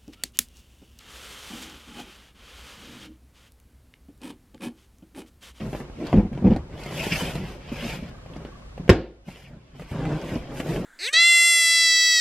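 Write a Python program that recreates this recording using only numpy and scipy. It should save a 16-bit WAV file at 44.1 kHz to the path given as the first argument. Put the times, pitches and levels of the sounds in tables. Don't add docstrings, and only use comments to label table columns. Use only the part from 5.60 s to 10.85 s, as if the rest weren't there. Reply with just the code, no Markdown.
import sys
import numpy as np
from scipy import signal
from scipy.fft import rfft, irfft
from scipy.io import wavfile
from scipy.ndimage import uniform_filter1d, minimum_filter1d

SR = 44100
rng = np.random.default_rng(int(sys.argv[2]) if len(sys.argv) > 2 else 0)


def wrap_up_sound(samples):
    columns = np.atleast_2d(samples).T
    tamed = np.clip(columns, -1, 1)
    steps = np.round(tamed * 32767).astype(np.int16)
    wavfile.write(sys.argv[1], SR, steps)


N = 231525

# start in seconds, level in dB, tuning in Hz.
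THUMPS = [(0.5297, -20, 201), (0.5369, -6.5, 222), (0.5527, -9.5, 171), (0.5728, -6, 205),
          (0.5827, -7.5, 205.4), (0.5931, -11, 206), (0.6287, -18, 188), (0.6495, -16.5, 198),
          (0.7156, -22, 206), (0.8224, -16, 205), (0.8426, -6.5, 213.4), (0.8529, -3, 200.5),
          (0.8689, -3, 200), (0.9023, -10, 207), (0.9156, -4.5, 201.8), (0.9426, -17.5, 199),
          (0.9606, -18, 248.4), (1.14, -27, 71), (1.465, -24, 185), (1.520, -19, 167), (1.621, -17, 162),
          (1.67, -26, 169), (1.748, -30, 150), (1.812, -27.5, 175), (2.118, -21.5, 231),
          (2.249, -26.5, 165), (2.389, -30, 160), (2.424, -28, 229), (3.198, -23, 155), (3.682, -38, 168),
          (4.197, -28, 162), (4.311, -19.5, 85), (4.721, -22, 171), (4.757, -21, 238.4)]


def thumps(scuff_db=-21, contact_s=0.0021, base_tuning_hz=203.6):
    # frequency in Hz, level in dB, t60 in seconds.
    cushion_modes = [(68, -42, 0.035), (121.2, -5.5, 0.1), (206, 7.5, 0.059), (231.2, -8.5, 0.12),
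                     (319.6, -4.5, 0.073), (384, -17, 0.08), (493.3, -10.5, 0.085), (706, -10.5, 0.028)]
    # frequency in Hz, level in dB.
    scuff_colour = [(60, -14.5), (110, -7.5), (200, 5), (330, 15), (520, -6.5), (800, 0.5), (1200, -15.5),
                    (2500, -18), (3500, -39), (6000, -58.5)]
    contact = 1 - np.exp(-np.arange(SR) / SR / contact_s)
    out = np.zeros(N + SR)
    for s, db, tuning in THUMPS:
        modes = [(hz * tuning / base_tuning_hz, level, t60) for hz, level, t60 in cushion_modes]
        ring = high_pass(ringing(modes) * contact, hz=45.2)
        start = int(s * SR)
        out[start:start + SR] += from_db(db) * peak_one(ring)
    s, db, _ = np.transpose(THUMPS)
    scuff = bursts(clicks(s, db), seconds=0.024, rise_s=0.0028, colour=scuff_colour)
    return out[:N] + from_db(scuff_db) * scuff


def snap(crack_db=-1, grate_db=-13, ring_db=-23, boom_db=-11, tail_db=-24, rattle_db=-18,
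         contact_s=0.0023):
    impacts = [(3.2927, 16.5, -32.5), (3.2940, -12, 5), (3.2983, 23, 11), (3.3010, -9, -1.5),
               (3.3097, -3.5, -16), (3.317, 2, -28)]
    # frequency in Hz, level in dB, t60 in seconds.
    frame_modes = [(754, -16, .4), (925, 6, 0.14), (1090, -10.5, 0.14), (1460, -10.5, 0.28),
                   (1657, -8, 0.25), (1960, -15.5, .18), (2169, -11.5, .12), (2900, -21, .26),
                   (3120, -18, 0.26), (3849, -24, .25), (5080, -8.5, .13)]
    boom_modes = [(53.7, -16, 0.6), (90, -2, 0.052), (200, -3, 0.05), (235, -1, 0.07), (328, -12, 0.2),
                  (371, -9, .2), (455, -8, .12), (515, -4, 0.07), (610, -9, 0.14)]
    # frequency in Hz, level in dB.
    thud_colour = [(25, -18), (60, 2.5), (100, 7.5), (135, -3.5), (190, -4), (280, -11), (355, 0),
                   (430, 1.5), (530, -5), (680, -11.5), (1100, -12.5), (4000, -71)]
    tail_colour = [(30, -12.5), (52, -28.5), (110, -11.5), (210, -3), (340, 0), (560, -4), (660, -11),
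                   (800, -16), (1200, -24.5), (1700, -25.5), (2800, -28.5), (5000, -38.5), (9000, -74)]
    crack_colour = [(300, -12), (750, -46), (950, 0), (1200, -15.5), (1600, 14.5), (2500, 11.5),
                    (3700, -16.5), (4600, -14), (5150, 2), (6000, -21), (9000, -28), (15000, -33.5)]
    rattle_colour = [(500, -12), (900, 1.5), (1150, -2.5), (1600, 10), (2400, 1), (3500, -2.5), (4400, -10),
                     (5300, -12.5), (6500, -14.5), (8000, -20.5), (10000, -42.5)]
    grate_colour = [(1000, 2), (1800, -2.5), (3300, 8.5), (4500, -18), (5150, 0.5), (6000, -22.5),
                    (7700, -8.5), (9000, -19), (15000, -25)]
    s, thud_levels, crack_levels = np.transpose(impacts)
    thuds, cracks = clicks(s, thud_levels), clicks(s, crack_levels)
    thud = pulse_of(thud_colour) * (1 - np.exp(-np.arange(SR) / SR / contact_s))
    tail = peak_one(coloured(dying_noise(t60=0.43), tail_colour))
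    body = thud + from_db(boom_db) * ringing(boom_modes) + from_db(tail_db) * tail
    rattle = peak_one(coloured(dying_noise(t60=0.2), rattle_colour))
    metal = from_db(crack_db) * pulse_of(crack_colour) + from_db(ring_db) * ringing(frame_modes)
    metal += from_db(rattle_db) * rattle
    grate = from_db(grate_db) * bursts(cracks, seconds=0.0025, rise_s=0.0002, colour=grate_colour)
    return convolve(cracks, metal) - convolve(thuds, body) + grate


def push_levels(attack_s=0.02, release_s=0.016, foam_db=(-13, -6), foam_s=0.15):
    # start and length in seconds, drumming in dB, creak in dB.
    pushes = [(-0.03, .12, -34, -40), (0.117, 0.13, -45, -42), (0.38, 0.22, -40, -40),
              (0.711, 0.29, -34, -40.5), (1.088, 0.32, -43.5, -42.5), (1.285, 0.16, -35.5, -39.5),
              (1.506, 0.032, -28, -44), (1.603, 0.091, -38.5, -37), (1.731, 0.13, -33.5, -42),
              (1.859, 0.12, -54, -46), (2.052, 0.27, -43, -61), (2.217, 0.048, -31.5, -40),
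              (2.313, 0.06, -39, -49.5), (2.405, 0.11, -43, -54.5), (2.681, 0.21, -45.5, -47.5),
              (3.155, 0.11, -42, -51), (3.665, 0.027, -27, -39), (3.822, 0.14, -41, -65),
              (3.884, 0.083, -36, -45), (4.13, 0.12, -39, -52.5), (4.305, 0.23, -29, -33),
              (4.562, 0.13, -42.5, -38), (4.703, 0.062, -30.5, -35.5), (4.878, 0.32, -40, -39.5),
              (5.083, 0.17, -33.5, -38)]
    t, power = np.arange(N) / SR, np.zeros((2, N))
    for start, length, drum_db, creak_db in pushes:
        since_release = np.maximum(t - start - length, 0)
        attack = np.clip((t - start) / attack_s, 0, 1)
        recovery = np.outer(from_db(foam_db), np.exp(-since_release / foam_s))
        release = np.maximum(np.exp(-since_release / release_s), recovery)
        power += (from_db([[drum_db], [creak_db]]) * attack * release) ** 2
    return np.sqrt(power)


def creak(drum_gain, creak_gain, slips_per_s=165, jitter=0.22, spread_db=3.0, grit=1.26,
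          edge_db=-14, drum_db=1.0):
    # frequency in Hz, level in dB.
    drum_colour = [(70, -26), (105, -19.5), (135, 1.5), (160, -0.5), (185, -6), (215, -7), (260, -11.5),
                   (400, -41.5)]
    hide_colour = [(190, -26), (260, -5), (310, -1.5), (370, 1.5), (430, -5), (520, -1.5), (620, -5),
                   (720, -11), (900, -10.5), (1200, -15), (1600, -22), (2500, -52)]
    edge_colour = [(900, -5.5), (1250, -0.5), (1650, 1.0), (2600, -5.0), (4000, -16.0), (7000, -21.0),
                   (14000, -42.5)]
    gaps, sizes = rng.standard_normal((2000, 2)).T
    times = np.cumsum(np.exp(jitter * gaps)) / slips_per_s
    inside = times < N / SR
    slips = rms_one(clicks(times[inside], spread_db * sizes[inside]))
    gritty = slips + grit * rng.standard_normal(N)
    drum = evened(coloured(gritty, drum_colour), seconds=0.45)
    hide = evened(coloured(gritty, hide_colour), seconds=0.11)
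    edge = rms_one(coloured(gritty, edge_colour))
    return drum_gain * from_db(drum_db) * drum + creak_gain * (hide + from_db(edge_db) * edge)


def groans(jitter=0.035, spread_db=0.5, fade_s=0.015):
    # start and length in seconds, slips per second, level in dB.
    rubs = [(4.378, 0.033, 130, -23.5), (4.452, 0.12, 154, -24.5), (4.625, 0.029, 170, -31.5),
            (5.082, 0.042, 166, -28.5), (5.175, 0.1, 182, -35)]
    # frequency in Hz, level in dB.
    colour = [(100, -3.5), (150, -2), (305, -8.5), (460, -16), (700, -24.5), (1500, -43), (3000, -45)]
    t, out = np.arange(N) / SR, np.zeros(N)
    for start, length, per_s, db in rubs:
        gaps, sizes = rng.standard_normal((60, 2)).T
        times = start + (np.cumsum(np.exp(jitter * gaps)) - 1) / per_s
        note = coloured(clicks(times, spread_db * sizes), colour)
        gate = np.clip(np.minimum(t - start, start + length + fade_s - t) / fade_s, 0, 1)
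        out += from_db(db) * gate * note / np.std(note[gate > 0])
    return out


def slide(rub_trim_db=0.5, hiss_trim_db=-2.0, grip_db=1.3, grip_s=0.02):
    # fastest moment, rise and fall in seconds, rub in dB, hiss in dB.
    strokes = [(0.0, .02, 0.047, -47, -69), (0.191, 0.15, 0.033, -55.5, -56),
               (0.519, 0.13, 0.097, -47, -63.5), (0.868, 0.019, 0.017, -45, -67),
               (0.93, 0.03, 0.026, -45, -69.5), (1.259, 0.095, 0.075, -42.5, -56),
               (1.425, 0.093, 0.075, -32, -41), (1.55, 0.11, 0.17, -35.5, -41.5),
               (1.67, 0.084, 0.16, -43.5, -64), (1.89, 0.09, 0.075, -48, -60),
               (2.126, 0.0069, 0.044, -52, -59), (2.17, 0.13, 0.13, -46, -84),
               (2.326, 0.16, 0.058, -38, -49.5), (2.45, 0.11, 0.055, -49, -66.5),
               (2.78, 0.37, 0.19, -67, -78.5), (3.699, 0.035, 0.14, -40.5, -50),
               (3.85, 0.087, 0.055, -51, -60), (4.21, 0.041, 0.04, -48.5, -56),
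               (4.32, 0.049, 0.042, -51, -55), (4.48, 0.37, 0.46, -48.5, -79),
               (4.72, 0.17, 0.08, -48, -57.5), (4.99, 0.057, 0.048, -47.5, -52),
               (5.11, 0.097, 0.094, -43.5, -50.5)]
    # frequency in Hz, level in dB.
    rub_colour = [(500, 9), (900, 1.5), (1200, -3), (1700, -1), (2400, 3), (3100, 0.5), (4000, -10.5),
                  (5000, -8.5), (6500, -22), (9000, -36.5)]
    hiss_colour = [(3500, 8.5), (6000, 9), (7500, 8), (9300, 4), (11000, 6.5), (14000, 1), (15500, -21)]
    rub_gain, hiss_gain = np.sqrt(sum(np.outer(from_db(levels), swell(s, rise, fall)) ** 2
                                      for s, rise, fall, *levels in strokes))
    wander = rms_one(convolve(rng.standard_normal(N), np.hanning(int(2 * grip_s * SR))))
    grip = from_db(grip_db * wander)
    rub = rub_gain * friction(rub_colour, per_s=650, spread_db=3.0, smooth=1.0)
    hiss = hiss_gain * friction(hiss_colour, per_s=1800, spread_db=3.5, smooth=0.93)
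    return grip * (from_db(rub_trim_db) * rub + from_db(hiss_trim_db) * hiss)


def squeaks(octave_db=-15):
    # loudest moment and half-length in seconds, pitch in Hz,
    # bandwidth as a share of the pitch, glide in octaves per second, level in dB.
    grips = [(0.425, 0.062, 304.2, 0.36, 4, -30), (1.405, 0.036, 2656, 0.14, 2, -33.5),
             (1.527, 0.021, 2537, 0.32, -2.5, -25), (1.559, 0.013, 2404, .3, -2.5, -29.5),
             (1.662, 0.043, 2742, 0.35, 0.5, -38.5), (2.253, 0.14, 2770, 0.43, 1, -47.5),
             (2.31, 0.0344, 2413, 0.21, -2.5, -36.5), (3.868, 0.034, 2380, .35, -3, -45),
             (5.147, 0.18, 359.3, 0.44, 0, -34)]
    t, out = np.arange(N) / SR, np.zeros(N)
    chatter = rng.standard_normal((2, N))
    for s, half_length, hz, width_share, glide, db in grips:
        near = np.abs(t - s) < 2.5 * half_length
        since = t[near] - s
        blur = signal.butter(2, hz * width_share / 2, fs=SR, output="sos")
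        real, imaginary = signal.sosfilt(blur, chatter[:, near])
        phase = 2 * np.pi * np.cumsum(hz * 2 ** (glide * since)) / SR
        band = (real + 1j * imaginary) * np.exp(1j * phase)
        tone = rms_one(band.real) + from_db(octave_db) * rms_one((band ** 2).real)
        out[near] += from_db(db) * np.exp(-2 * (since / half_length) ** 2) * tone
    return out


def cloth():
    # loudest moment, rise and fall in seconds, level in dB.
    drags = [(2.55, 0.16, 0.12, -56), (2.8, 0.078, 0.18, -52), (3.94, .08, 0.042, -46.5),
             (4.371, 0.057, 0.083, -36), (4.5, 0.12, 0.1, -37), (4.73, 0.045, 0.028, -40.5),
             (5.11, .07, 0.074, -40)]
    # frequency in Hz, level in dB.
    colour = [(100, -9), (150, 17), (220, 4), (310, 6), (450, 7), (700, 4), (1200, -6), (1550, 3),
              (2100, -10), (3200, -12.5), (4200, -19), (8000, -28.5), (14000, -46)]
    gain = np.sqrt(sum((from_db(db) * swell(s, rise, fall)) ** 2 for s, rise, fall, db in drags))
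    return gain * friction(colour, per_s=1900, spread_db=4.5, smooth=0.86)


def ticks(click_db=-4.0, crunch_db=-9):
    # start in seconds, knock in dB, tick in dB.
    trim_ticks = [(0.1302, -17, -31), (0.1495, -16, -46), (0.203, -21, -33), (0.298, -30, -45),
                  (0.468, -30, -28), (0.529, -7, -33.5), (0.73, -24, -33.5), (0.776, -19, -50),
                  (0.963, -13, -35), (1.261, -20.5, -24), (1.309, -24.5, -44), (1.467, -16.5, -40),
                  (1.755, -18, -34), (2.123, -42, -38), (2.661, -27, -40), (2.763, -25, -36),
                  (2.8502, -25.5, -41), (3.178, -26, -36), (3.279, -24, -32), (3.684, -20, -27),
                  (4.151, -30, -52.5), (4.196, -22, -26.5), (4.22, -23, -26.5), (4.313, -25, -32),
                  (4.453, -18.5, -25.5), (4.719, -33, -32), (4.758, -24, -33), (4.855, -36, -43),
                  (5.001, -17, -20), (5.161, -12.5, -28)]
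    # frequency in Hz, level in dB.
    knock = [(150, 8.5), (330, 4.0), (520, 3), (750, 1.5), (1150, -17.5), (1550, -17.5), (2500, -18.5),
             (6000, -55.5)]
    tick = [(900, 9.5), (1600, 10.0), (2700, 7.5), (4000, -8.0), (5200, -10), (7500, -14.5),
            (14000, -21.5)]
    s, knock_db, tick_db = np.transpose(trim_ticks)
    out = np.zeros(N)
    for db, colour in ((knock_db, knock), (tick_db, tick)):
        hits = clicks(s, db)
        out += from_db(click_db) * convolve(hits, pulse_of(colour))
        out += from_db(crunch_db) * bursts(hits, seconds=0.0055, rise_s=0.0004, colour=colour)
    return out


def creases(width_share=0.27, decay_s=0.0017):
    # start in seconds, pitch in Hz, level in dB.
    pops = [(0.4683, 4530, -40.5), (0.775, 2970, -40.5), (0.848, 3250, -42), (0.909, 3450, -42),
            (1.1765, 3280, -44), (2.736, 2970, -43), (2.768, 5160, -47), (2.85, 2700, -37),
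            (2.872, 5260, -52), (4.614, 5260, -40), (4.753, 5000, -39.5), (4.9075, 3230, -46)]
    t, out = np.arange(SR // 10) / SR, np.zeros(N + SR)
    edge_ratio = 1 + width_share / 2
    for s, hz, db in pops:
        band = signal.butter(1, [hz / edge_ratio, hz * edge_ratio], "band", fs=SR, output="sos")
        crackle = rng.standard_normal(len(t)) * np.exp(-t / decay_s)
        pop = signal.sosfilt(np.vstack([band, band]), crackle)
        start = int(s * SR)
        out[start:start + len(t)] += from_db(db) * peak_one(pop)
    return out[:N]


def fittings(click_db=-2, chink_db=-11):
    # start in seconds, level in dB.
    touches = [(0.1305, -43), (0.469, -35), (0.5277, -44), (0.908, -39), (0.9631, -30), (1.2354, -30),
               (1.754, -27)]
    # frequency in Hz, level in dB.
    colour = [(1500, -9), (2800, -3.5), (4000, 1), (5200, -4), (6500, -10.5), (8500, -12.5), (14000, -24)]
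    hits = clicks(*np.transpose(touches))
    chink = bursts(hits, seconds=0.0029, rise_s=0.00026, colour=colour)
    return from_db(click_db) * convolve(hits, pulse_of(colour)) + from_db(chink_db) * chink


def sway(load, rest_db=-44, push_db=-3.5, thump_db=-16.5, rise_s=0.0019, settle_s=0.055):
    # frequency in Hz, level in dB.
    colour = [(15, -8.5), (30, -18.5), (46, -4.5), (62, -14.0), (90, -16.0), (140, -18.0)]
    t = np.arange(SR) / SR
    settling = ((1 - np.exp(-t / rise_s)) * np.exp(-t / settle_s)) ** 2
    push_power = convolve((from_db(push_db) * load) ** 2, settling / settling.sum())
    s, db, _ = np.transpose(THUMPS)
    thump_power = convolve(clicks(s, db + thump_db) ** 2, settling)
    rumble = evened(coloured(rng.standard_normal(N), colour), seconds=0.41)
    return np.sqrt(from_db(rest_db) ** 2 + push_power + thump_power) * rumble


def ambient(level_db=-57):
    # frequency in Hz, level in dB.
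    colour = [(25, -7), (49, -13), (121, -10.5), (264, -8.5), (394, -40.5), (488, -11.5), (673, -16),
              (3090, -36.5), (8780, -47)]
    return from_db(level_db) * rms_one(coloured(rng.standard_normal(N), colour))


def purr(start_s=2.48, end_s=3.17, per_s=29.6, level_db=-61, sharpness=1.7, fade_s=0.037, uneven_db=0.5):
    # frequency in Hz, level in dB.
    colour = [(850, -26.5), (1100, 3), (1300, -4), (1600, -13), (2200, -19)]
    t = np.arange(N) / SR
    gate = np.clip(np.minimum(t - start_s, end_s - t) / fade_s, 0, 1)
    strength = from_db(uneven_db * rng.standard_normal(200))[(per_s * t).astype(int)]
    puffs = strength * np.abs(np.sin(np.pi * per_s * t)) ** (2 * sharpness)
    return from_db(level_db) * gate * rms_one(coloured(puffs * rng.standard_normal(N), colour))


def port_hiss(side_db=-53.0, mid_db=-59):
    # frequency in Hz, level in dB.
    colour = [(60, -26), (170, 1), (450, 3.5), (1100, -3.5), (2700, -7.5), (5000, -13), (9000, -21),
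              (14000, -35.5)]
    mid, side = (rms_one(coloured(noise, colour)) for noise in rng.standard_normal((2, N)))
    return from_db(mid_db) * mid + from_db(side_db) * np.array([side, -side])


def cabin(x, wet, width_db=-2.0):
    # frequency in Hz, side level in dB.
    side_colour = [(60, -63.5), (200, -55.5), (400, -22.5), (700, -24.5), (1300, -5.5), (2400, -9.5),
                   (4400, 0), (8000, 4.5), (14000, 11.5)]
    mid = x + wet * reflections(x, t60=0.06, low_hz=700)
    side = from_db(width_db) * coloured(reflections(x, t60=0.05, low_hz=60), side_colour)
    side += 0.028 * signal.sosfilt(signal.butter(1, [1000, 5000], "band", fs=SR, output="sos"), mid)
    return np.array([mid + side, mid - side])


def reflections(x, t60, low_hz, size=2048):
    x = high_pass(np.pad(x, (size, 2 * size)), low_hz)
    out, fade = np.zeros(len(x)), np.sin(np.pi * np.arange(size) / size)
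    for start in range(0, N + size, size // 2):
        echoes = dying_noise(t60, size=size)
        part = signal.fftconvolve(x[start:start + size] * fade, echoes / np.linalg.norm(echoes))
        out[start:start + len(part)] += part
    return out[size:size + N]


def gain_control(x, limit_db=-3.5, max_cut_db=11, attack_s=0.0014, hold_s=0.56, recovery_db_per_s=13):
    peak_db = 20 * np.log10(np.abs(x).max(axis=0) + 1e-9)
    over_db = np.clip(peak_db - limit_db, 0, max_cut_db)
    hold = int(hold_s * SR)
    held_db = -minimum_filter1d(-over_db, hold, origin=(hold - 1) // 2, mode="nearest")
    recovery_db = recovery_db_per_s * np.arange(N) / SR
    cut_db = np.maximum.accumulate(held_db + recovery_db) - recovery_db
    pole = np.exp(-1 / (attack_s * SR))
    return x * from_db(-signal.lfilter([1 - pole], [1, -pole], cut_db))


def friction(colour, per_s, spread_db, smooth):
    sizes = from_db(spread_db * np.minimum(rng.exponential(1, N), 4)) * rng.choice([-1, 1], N)
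    slips = rms_one(sizes * (rng.random(N) < per_s / SR))
    return rms_one(coloured(slips + smooth * rng.standard_normal(N), colour))


def swell(s, rise, fall, roundness=1.94):
    t = np.arange(N) / SR
    away = np.minimum(np.maximum((s - t) / rise, (t - s) / fall), 10)
    return np.exp(-away ** roundness)


def bursts(hits, seconds, rise_s, colour):
    t = np.arange(SR) / SR
    envelope = convolve(hits, np.exp(-t / seconds) * (1 - np.exp(-t / rise_s)))
    response = response_of(colour)
    return convolve(envelope * rng.standard_normal(N), response / np.linalg.norm(response))


def clicks(times, db):
    out = np.zeros(N)
    samples = np.round(np.asarray(times) * SR).astype(int)
    np.add.at(out, np.clip(samples, 0, N - 1), from_db(db))
    return out


def ringing(modes):
    t = np.arange(SR) / SR
    return peak_one(sum(from_db(db - 60 * t / t60) * np.sin(2 * np.pi * hz * t) for hz, db, t60 in modes))


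def dying_noise(t60, size=SR):
    return rng.standard_normal(size) * from_db(-60 * np.arange(size) / SR / t60)


def pulse_of(colour):
    pulse = peak_one(response_of(colour))
    return np.pad(pulse, (0, SR - len(pulse)))


def response_of(colour, size=8192):
    hz, db = np.transpose(colour)
    grid = np.log(np.maximum(np.fft.rfftfreq(size, 1 / SR), 1))
    outside = np.maximum(np.log(hz[0]) - grid, 0) + np.maximum(grid - np.log(hz[-1]), 0)
    cepstrum = irfft(np.log(from_db(np.interp(grid, np.log(hz), db))) - 2 * outside)
    cepstrum[1:size // 2] *= 2
    cepstrum[size // 2 + 1:] = 0
    return irfft(np.exp(rfft(cepstrum)))


def coloured(x, colour):
    return convolve(x, response_of(colour))


def convolve(x, response):
    return signal.fftconvolve(x, response)[:len(x)]


def high_pass(x, hz):
    return signal.sosfilt(signal.butter(2, hz, "high", fs=SR, output="sos"), x)


def evened(x, seconds):
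    power = uniform_filter1d(x ** 2, int(seconds * SR))
    return x / np.sqrt(np.maximum(power, 0) + 1e-12)


def rms_one(x):
    return x / np.sqrt(np.mean(x ** 2) + 1e-20)


def peak_one(x):
    return x / np.abs(x).max()


def from_db(db):
    return 10 ** (np.asarray(db) / 20)


def scene():
    drum_gain, creak_gain = push_levels()
    rubbing = creak(drum_gain, creak_gain) + slide() + cloth() + squeaks() + groans()
    ticking = ticks() + creases() + fittings()
    background = sway(drum_gain) + ambient() + purr()
    return cabin(rubbing + ticking + background, wet=0.74) + cabin(thumps() + snap(), wet=0.25)


def record(dry):
    ducked = gain_control(high_pass(dry + port_hiss(), hz=27.5))
    squashed = ducked / (1 + ducked ** 12) ** (1 / 12)
    top_cut = signal.ellip(10, 0.2, 80, 15400, fs=SR, output="sos")
    return signal.sosfilt(top_cut, squashed)


dry = scene()
out = record(dry)
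wrap_up_sound(out)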